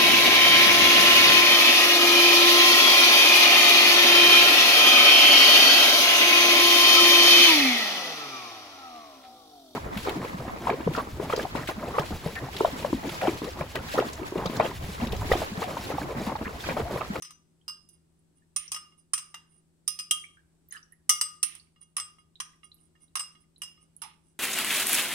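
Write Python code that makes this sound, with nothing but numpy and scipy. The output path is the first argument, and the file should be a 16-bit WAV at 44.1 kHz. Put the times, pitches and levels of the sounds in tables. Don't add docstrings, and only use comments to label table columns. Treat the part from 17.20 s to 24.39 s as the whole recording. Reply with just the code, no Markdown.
import sys
import numpy as np
from scipy import signal
from scipy.fft import rfft, irfft, next_fast_len
from scipy.io import wavfile

SR = 44100
rng = np.random.default_rng(int(sys.argv[2]) if len(sys.argv) > 2 else 0)


def inscribe(sig):
    pcm = np.round(np.clip(np.atleast_2d(sig).T, -1, 1) * 32767)
    wavfile.write(sys.argv[1], SR, pcm.astype(np.int16))


N = 317079

# f/Hz, level/dB
FRIDGE_PARTIALS = [(59.2, -93), (80.7, -83), (162.5, -70.5), (328.4, -88), (360.7, -84.5)]
# f/Hz, relative level/dB
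AIR_SPECTRUM = [(25, -3), (45, -3), (75, 8), (105, -2.5), (220, -0.5), (380, -5), (480, -13.5), (800, -18),
                (2000, -25.5), (7000, -27.5), (7950, -19.5), (9000, -23.5), (13000, -35), (15500, -36.5),
                (16500, -51)]
# t/s, strength/dB, hardness/(dB per octave), angle (0 edge first, 1 flat),
# featured partial f/Hz, low ring offset/dB, crack offset/dB, rebound delay/s, left minus right/dB
SPOON_HITS = [(0.0219, -40.5, 2, 0.48, 5960, -10, -4, 0.025, 2.5),
              (0.106, -51.5, -0.5, 0.54, 6010, -18, 0, 0, 3.5),
              (0.4798, -37, -2.5, 1, 5010, -13, -10.5, 0.015, -3),
              (.688, -63, 12.5, 1, 9630, -35, -5.5, 0.00087, 0),
              (1.3619, -30.5, 4, 0.4, 9050, -17.5, -2.5, 0.0038, -0.5),
              (1.5173, -30.5, 2, 0, 5400, -16, -3, 0.027, 2),
              (1.5619, -41.5, -1, 0.15, 2826, 1, -3, 0.0022, 3.5),
              (1.9342, -28, 0.5, 0, 9070, -12.5, 0, 0.00011, 1.5),
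              (1.9775, -42, 3.5, 1, 8130, -5, 4, 0.0077, 4.5),
              (2.1419, -46, -2.5, 0.93, 2787, -12, 3.5, 0.00021, 1.5),
              (2.677, -31.5, 6.5, 0.48, 5060, -17, -0.5, 0.0027, -2.5),
              (2.7888, -33.5, 2.5, 0.48, 4990, -19, -6, 0.0064, 2),
              (2.9094, -19.5, 4, 0.029, 3196, -17, -8, 0.00079, 4.5),
              (3.893, -18, 6, 0.53, 5787, -7.5, -2, 0, 2),
              (4.0113, -27, 3.5, 0.84, 8190, -9, 0.5, 0.002, 3),
              (4.2284, -29.5, 2.5, 0.029, 9480, -18, 3.5, 0, 0.5),
              (4.3502, -51.5, 0.5, 0.12, 9340, -16.5, -0.5, 0.0011, -1.5),
              (4.7661, -33.5, -2, 0.057, 9730, -8.5, 0.5, 0.014, 3),
              (4.798, -36, -0.5, 0.94, 8160, -5, -2.5, 0.0039, 2),
              (5.2011, -37, -1, 0, 6030, -10.5, 2.5, 0.00017, 1),
              (5.9542, -33.5, -0.5, 0.52, 9730, -10.5, 3, 0.015, -0.5),
              (5.994, -32.5, -2.5, 0.83, 8150, -20, -7.5, 0.011, 1),
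              (6.4178, -35, -0.5, 0.32, 2834, -26, -8, .015, -1),
              (6.818, -46.5, -0.5, 0.23, 10000, -4.5, 6, 0.017, -6)]
# f/Hz, level/dB, t60/s
MUG_MODES = [(1100, -6, .09), (1208, -1, .62), (1900, -13, .14), (2130, -8, .2), (2760, -8, .25),
             (2820, -2, .4), (3290, -7, .3), (3950, -16, .18), (4920, -6, .2), (5000, -2, .4),
             (5520, -7, .18), (5700, -5, .22), (6055, -4, .36), (6680, -15, .14), (7260, -11, .26),
             (8000, -7, .22), (8150, -2, .3), (8990, -2, .28), (9220, -4, .2), (9480, -5, .2),
             (9880, -4, .18), (10190, -12, .16), (11950, -13, .15), (13100, -13, .14), (14250, -20, .1)]
# f/Hz, relative level/dB
CRACK_SPECTRUM = [(600, -12.5), (850, -8), (1150, 9), (1800, 1), (3200, 6.5), (4400, -0.5), (5600, 10.5),
                  (7400, -4.5), (9500, 9), (10800, -6), (12000, -6.5), (14000, -12.5), (15500, -19),
                  (16500, -25)]
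# t/s, length/s, level/dB
WALL_SCRAPES = [(0.03, .1, -57), (1.377, .13, -52.5), (4.239, 0.15, -49.5), (6.833, 0.12, -55)]
# t/s, nominal length/s, level/dB
EDGE_SLIDES = [(.582, 0.082, -78), (0.725, 0.026, -63.5), (1.154, 0.032, -71), (1.775, 0.024, -61),
               (2.282, 0.11, -68.5), (4.608, 0.023, -53.5), (4.981, 0.024, -68.5), (5.434, 0.024, -55),
               (5.571, 0.095, -70), (5.802, 0.039, -60.5), (6.197, 0.027, -67), (6.606, 0.034, -64),
               (7.029, 0.088, -73)]
# t/s, starting f/Hz, level/dB
DRIPS_AND_KNOCKS = [(1.479, 5500, -32.5), (3.04, 2203, -36.5), (3.171, 1555, -49), (3.487, 13500, -42.5),
                    (3.509, 6200, -36.5), (3.524, 9480, -28.5), (3.549, 1640, -36.5), (3.566, 2810, -42),
                    (3.572, 1390, -50), (3.556, 8200, -41), (3.575, 4797, -43.5), (3.629, 5530, -43),
                    (3.724, 1810, -51.5), (3.723, 10260, -41.5), (4.398, 4410, -43), (5.156, 3660, -43),
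                    (5.517, 3850, -42.5), (5.544, 11100, -45), (6.361, 3870, -50), (6.381, 10200, -49),
                    (6.765, 9670, -38), (6.822, 902, -42), (6.846, 831, -41.5)]
# t/s, level/dB
WALL_NUDGES = [(1.722, -63.5), (4.561, -63.5), (4.62, -65.5), (4.984, -58), (5.432, -51.5), (5.754, -67),
               (6.152, -57), (6.575, -63)]
# t/s, level/dB, resonance f/Hz
GULP_CONTOUR = [(3.50, -85.5, 2010), (3.526, -46.5, 1828), (3.547, -55, 1550), (3.573, -55.5, 1361),
                (3.60, -73, 1348), (3.68, -83, 1500)]
# f/Hz, left minus right/dB
MIC_SHADE = [(1200, -3.5), (3000, -3.5), (5200, -1), (7000, 10.5), (9200, -13.5), (14000, -5)]

REGISTER_EDGES_HZ = [2400, 4400, 7700, 11000]
EDGE_DB, EDGE_LEADS_HZ = [-9.5, -14, -2], [2500, 7200, 9020]
FLAT_DB, FLAT_LEADS_HZ = [-6.5, -4, -6.5], [2825, 5000, 8150]
REGISTER_OCTAVES = [-.75, .15, .9]


def undb(db):
    return 10 ** (np.asarray(db) / 20)


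def unit(x):
    return x / np.sqrt(np.mean(x ** 2))


def seconds(length):
    return np.arange(int(length * SR)) / SR


def fade(t, t60):
    return np.exp(-np.log(1000) * t / t60)


def attack_level(x):
    return np.sqrt(np.sum(np.mean(x[..., :SR // 50] ** 2, axis=-1)))


def noise(points, size):
    hz, db = np.transpose(points)
    bins_hz = np.maximum(np.fft.rfftfreq(size, 1 / SR), 1)
    colour = undb(np.interp(np.log(bins_hz), np.log(hz), db))
    return irfft(rfft(rng.standard_normal(size)) * colour, size)


def band(x, lo_hz, hi_hz, order=4):
    return signal.sosfilt(signal.butter(order, [lo_hz, hi_hz], "band", fs=SR, output="sos"), x)


def drift(rate_hz):
    return np.interp(np.arange(N) / SR * rate_hz, np.arange(1000), rng.standard_normal(1000))


def pan(db):
    return undb(np.array([[db], [-db]]) / 2)


def add(out, start_s, x):
    i = max(int(start_s * SR), 0)
    out[..., i:i + x.shape[-1]] += x[..., :max(N - i, 0)]


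def refrigerator():
    t = np.arange(N) / SR
    stereo_phase = np.array([[0], [.6]])
    hum = np.zeros((2, N))
    for hz, db in FRIDGE_PARTIALS:
        gain = np.sqrt(2) * undb(db + 0.28 * drift(12))
        hum += gain * np.sin(2 * np.pi * hz * t + .5 * drift(1.2) + stereo_phase)
    return hum * pan(3)


def room_air(level_db=-71.5, bass_hz=350, bass_side_db=-9):
    mid, side = unit(noise(AIR_SPECTRUM, N)), unit(noise(AIR_SPECTRUM, N))
    bass = signal.sosfilt(signal.butter(1, bass_hz, fs=SR, output="sos"), side)
    side -= (1 - undb(bass_side_db)) * bass
    return np.array([mid + side, mid - side]) * undb(level_db + 0.84 * drift(2.1)) * pan(1)


def clinks(rebound_db=-6.5, rebound_angle=0.72, rebound_hz=5120, shortest_rebound_s=.004):
    out = np.zeros((2, N))
    for s, strength_db, hardness, angle, featured_hz, low_db, crack_db, rebound_s, pan_db in SPOON_HITS:
        add(out, s, hit(strength_db, hardness, angle, featured_hz, low_db, crack_db) * pan(pan_db))
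        if rebound_s > shortest_rebound_s:
            rebound = hit(strength_db + rebound_db, hardness - 2, rebound_angle, rebound_hz, low_db, crack_db)
            add(out, s + rebound_s, rebound * pan(pan_db))
    return out


def hit(strength_db, hardness, angle, featured_hz, low_db, crack_db, usual_db=-30.5, contact_s=.0012):
    featured = np.arange(3) == np.searchsorted(REGISTER_EDGES_HZ[1:-1], featured_hz)
    upper_db = (1 - angle) * np.array(EDGE_DB) + angle * np.array(FLAT_DB)
    upper_db += 0.25 * hardness * np.array(REGISTER_OCTAVES) + 8.5 * featured
    force_db = strength_db - usual_db
    sparkle_db = -17.5 - 0.27 * force_db
    levels_db = strength_db + np.array([low_db, *upper_db, sparkle_db])
    detune = 1 + 0.0057 * rng.standard_normal(3)
    leads_hz = np.array(FLAT_LEADS_HZ if angle > .5 else EDGE_LEADS_HZ) * detune
    leads_hz[featured] = featured_hz
    ring_scale = 0.49 + 0.02 * hardness + 0.055 * angle
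    clink = glass_ring(levels_db, leads_hz, 6 + 7 * featured, ring_scale, hardness)
    add(clink, 0, crack(strength_db + crack_db, hardness + .08 * force_db))
    attack = 1 - np.exp(-np.arange(clink.shape[1]) / SR / contact_s)
    return clink * attack


def glass_ring(levels_db, leads_hz, lifts_db, ring_scale, hardness, grip_db=5, grip_t60=0.023):
    hz, db, t60 = np.transpose(MUG_MODES).copy()
    register = np.searchsorted(REGISTER_EDGES_HZ, hz)
    for lead_hz, lift_db in zip(leads_hz, lifts_db):
        k = np.argmin(abs(hz - lead_hz))
        hz[k], db[k], t60[k] = lead_hz, db[k] + lift_db, t60[k] * 1.2
    db[np.argmax(t60)] += 3
    detune = 1 + 0.0023 * rng.standard_normal(len(hz))
    modes = np.array([hz * detune, db + hardness * np.log2(hz / hz[0]), t60 * ring_scale])
    tones = np.array([mug(*modes[:, register == k]) for k in range(len(levels_db))])
    grip = 1 + undb(grip_db) * fade(np.arange(tones.shape[1]) / SR, grip_t60)
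    registers = kitchen(radiate(tones * grip))
    return sum(undb(level_db) * np.array([side / attack_level(side) for side in stereo]) / np.sqrt(2)
               for level_db, stereo in zip(levels_db, registers))


def mug(hz, db, t60, stir_hz=2.35):
    t = np.float32(seconds(.5))
    hz, db, t60 = np.float32([hz, db, t60])[..., None]
    sway_hz = 32 * np.sqrt(1200 / hz)
    phase = 2 * np.pi * hz * t + sway_hz / stir_hz * np.sin(2 * np.pi * stir_hz * t)
    polarity = rng.choice([-1, 1], hz.shape)
    return np.sum(polarity * undb(db) * fade(t, t60) * np.sin(phase), axis=0)


def crack(level_db, tilt_db_per_octave, t60=0.039, snap_db=-4, snap_t60=.02, hump_db=3.5, hump_hz=100):
    t = seconds(.15)
    decay = fade(t, t60) + undb(snap_db) * fade(t, snap_t60)
    hz = np.arange(500, SR / 2, 50)
    humps = sum(np.exp(-((hz - mode[0]) / hump_hz) ** 2) for mode in MUG_MODES)
    db = np.interp(hz, *np.transpose(CRACK_SPECTRUM)) + hump_db * np.minimum(humps, 1)
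    db += tilt_db_per_octave * np.log2(hz / 4000)
    rasp = noise(np.transpose([hz, db]), len(t)) * decay / attack_level(decay)
    return kitchen(undb(level_db - 5) * radiate(rasp))


def radiate(x, low_cut_hz=730):
    return signal.sosfilt(signal.butter(4, low_cut_hz, "high", fs=SR, output="sos"), x)


def kitchen(x, early_db=-4, early_t60=0.068, late_db=-11, low_t60=0.4, high_t60=.24, split_hz=4000):
    t = seconds(.3)
    early, late = rng.standard_normal((2, 2, len(t)))
    early = early * fade(t, early_t60) * (t > .001)
    dull = signal.lfilter(*signal.butter(1, split_hz, fs=SR), late)
    bloom = 1 - fade(t, 0.029)
    late = (dull * fade(t, low_t60) + (late - dull) * fade(t, high_t60)) * bloom
    paths = sum(undb(db) * echoes / np.linalg.norm(echoes, axis=1, keepdims=True)
                for echoes, db in [(early, early_db), (late, late_db)])
    paths[0, int(.001 * SR)] += 1
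    paths[1, 0] += 1
    size = next_fast_len(x.shape[-1] + len(t), real=True)
    spectrum = rfft(np.float32(x), size)[..., None, :] * rfft(np.float32(paths), size)
    return irfft(spectrum, size)[..., :N]


def scrapes(lo_hz=1950, hi_hz=3600, fall_db=-14):
    out = np.zeros(N)
    for s, length, level_db in WALL_SCRAPES:
        t = seconds(length)
        grit = unit(band(rng.standard_normal(len(t)) ** 3, lo_hz, hi_hz, order=2))
        add(out, s, grit * undb(level_db + fall_db * t / length) * signal.windows.tukey(len(t), .2))
    return kitchen(out)


def slides(centre_hz=9380, width_hz=220, body_db=-7):
    out = np.zeros(N)
    hz, db, t60 = np.transpose(MUG_MODES)
    body = mug(hz, db, t60 / 2)
    for s, length, level_db in EDGE_SLIDES:
        sing_hz = centre_hz * (1 + 0.0074 * rng.standard_normal())
        t = seconds(1.6 * length)
        swell = np.sin(np.pi * t / t[-1]) ** 2
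        slips = np.pad(rng.standard_normal(len(t)) ** 3 * swell, (0, SR // 10))
        sing = band(slips, sing_hz - width_hz / 2, sing_hz + width_hz / 2, order=2)
        rub = unit(sing) + undb(body_db) * unit(signal.fftconvolve(slips, body)[:len(slips)])
        add(out, s - length / 4, undb(level_db - 3) * np.sqrt(length * SR / len(rub)) * rub)
    return kitchen(out)


def rising_ping(hz, cycles, rise=0.38, onset_cycles=5):
    t60 = cycles / hz
    t = seconds(t60)
    chirp = np.sin(2 * np.pi * hz * (t + rise * t ** 2 / (2 * t60)))
    return chirp * fade(t, t60) * (1 - fade(t, onset_cycles / hz))


def coffee_and_knocks(stray_count=60):
    out = splash()
    for s, hz, db in DRIPS_AND_KNOCKS:
        add(out, s, undb(db) * rising_ping(hz, cycles=92))
    for when, pitch, loudness in rng.random((stray_count, 3)):
        add(out, when * N / SR, undb(-76 + 17 * loudness) * rising_ping(1300 * 8 ** pitch, cycles=70))
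    return kitchen(out)


def nudges(knee_hz=3000, fall_db_per_octave=-17, evenness=0.5, ring_scale=0.38):
    out = np.zeros((2, N))
    hz, db, t60 = np.transpose(MUG_MODES)
    db = db * (1 - evenness) + fall_db_per_octave * np.maximum(np.log2(hz / knee_hz), 0)
    for s, level_db in WALL_NUDGES:
        ring = kitchen(mug(hz, db, t60 * ring_scale))
        add(out, s, undb(level_db) * ring / attack_level(ring))
    return out


def splash(flutter_hz=150, spray_db=-5):
    t = np.arange(N) / SR
    s, db, hz = np.transpose(GULP_CONTOUR)
    flutter = unit(band(rng.standard_normal(N), 0.6, flutter_hz, order=2))
    gulp = unit(flutter * np.sin(2 * np.pi * np.cumsum(np.interp(t, s, hz)) / SR))
    spatter = band(rng.standard_normal(N) ** 3, 1200, 5000, order=1)
    spray = unit(band(spatter, 1100, 14000))
    envelope = undb(np.interp(t, s, db, left=-np.inf, right=-np.inf))
    return (gulp + undb(spray_db) * spray) * envelope


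def phone_shade(x):
    size = next_fast_len(N + SR // 10)
    hz, db = np.transpose(MIC_SHADE)
    gain = undb(np.interp(np.fft.rfftfreq(size, 1 / SR), hz, db) / 2)
    return irfft(rfft(x, size) * np.array([gain, 1 / gain]), size)[:, :N]


def scene():
    stirring = clinks() + nudges() + scrapes() + slides() + coffee_and_knocks()
    return phone_shade(stirring) + refrigerator() + room_air()


def record(dry):
    ceiling, top_hz = .8, 16100
    rounded = ceiling * np.tanh(dry / ceiling)
    return signal.sosfilt(signal.ellip(10, .2, 80, top_hz, fs=SR, output="sos"), rounded)


dry = scene()
out = record(dry)
inscribe(out)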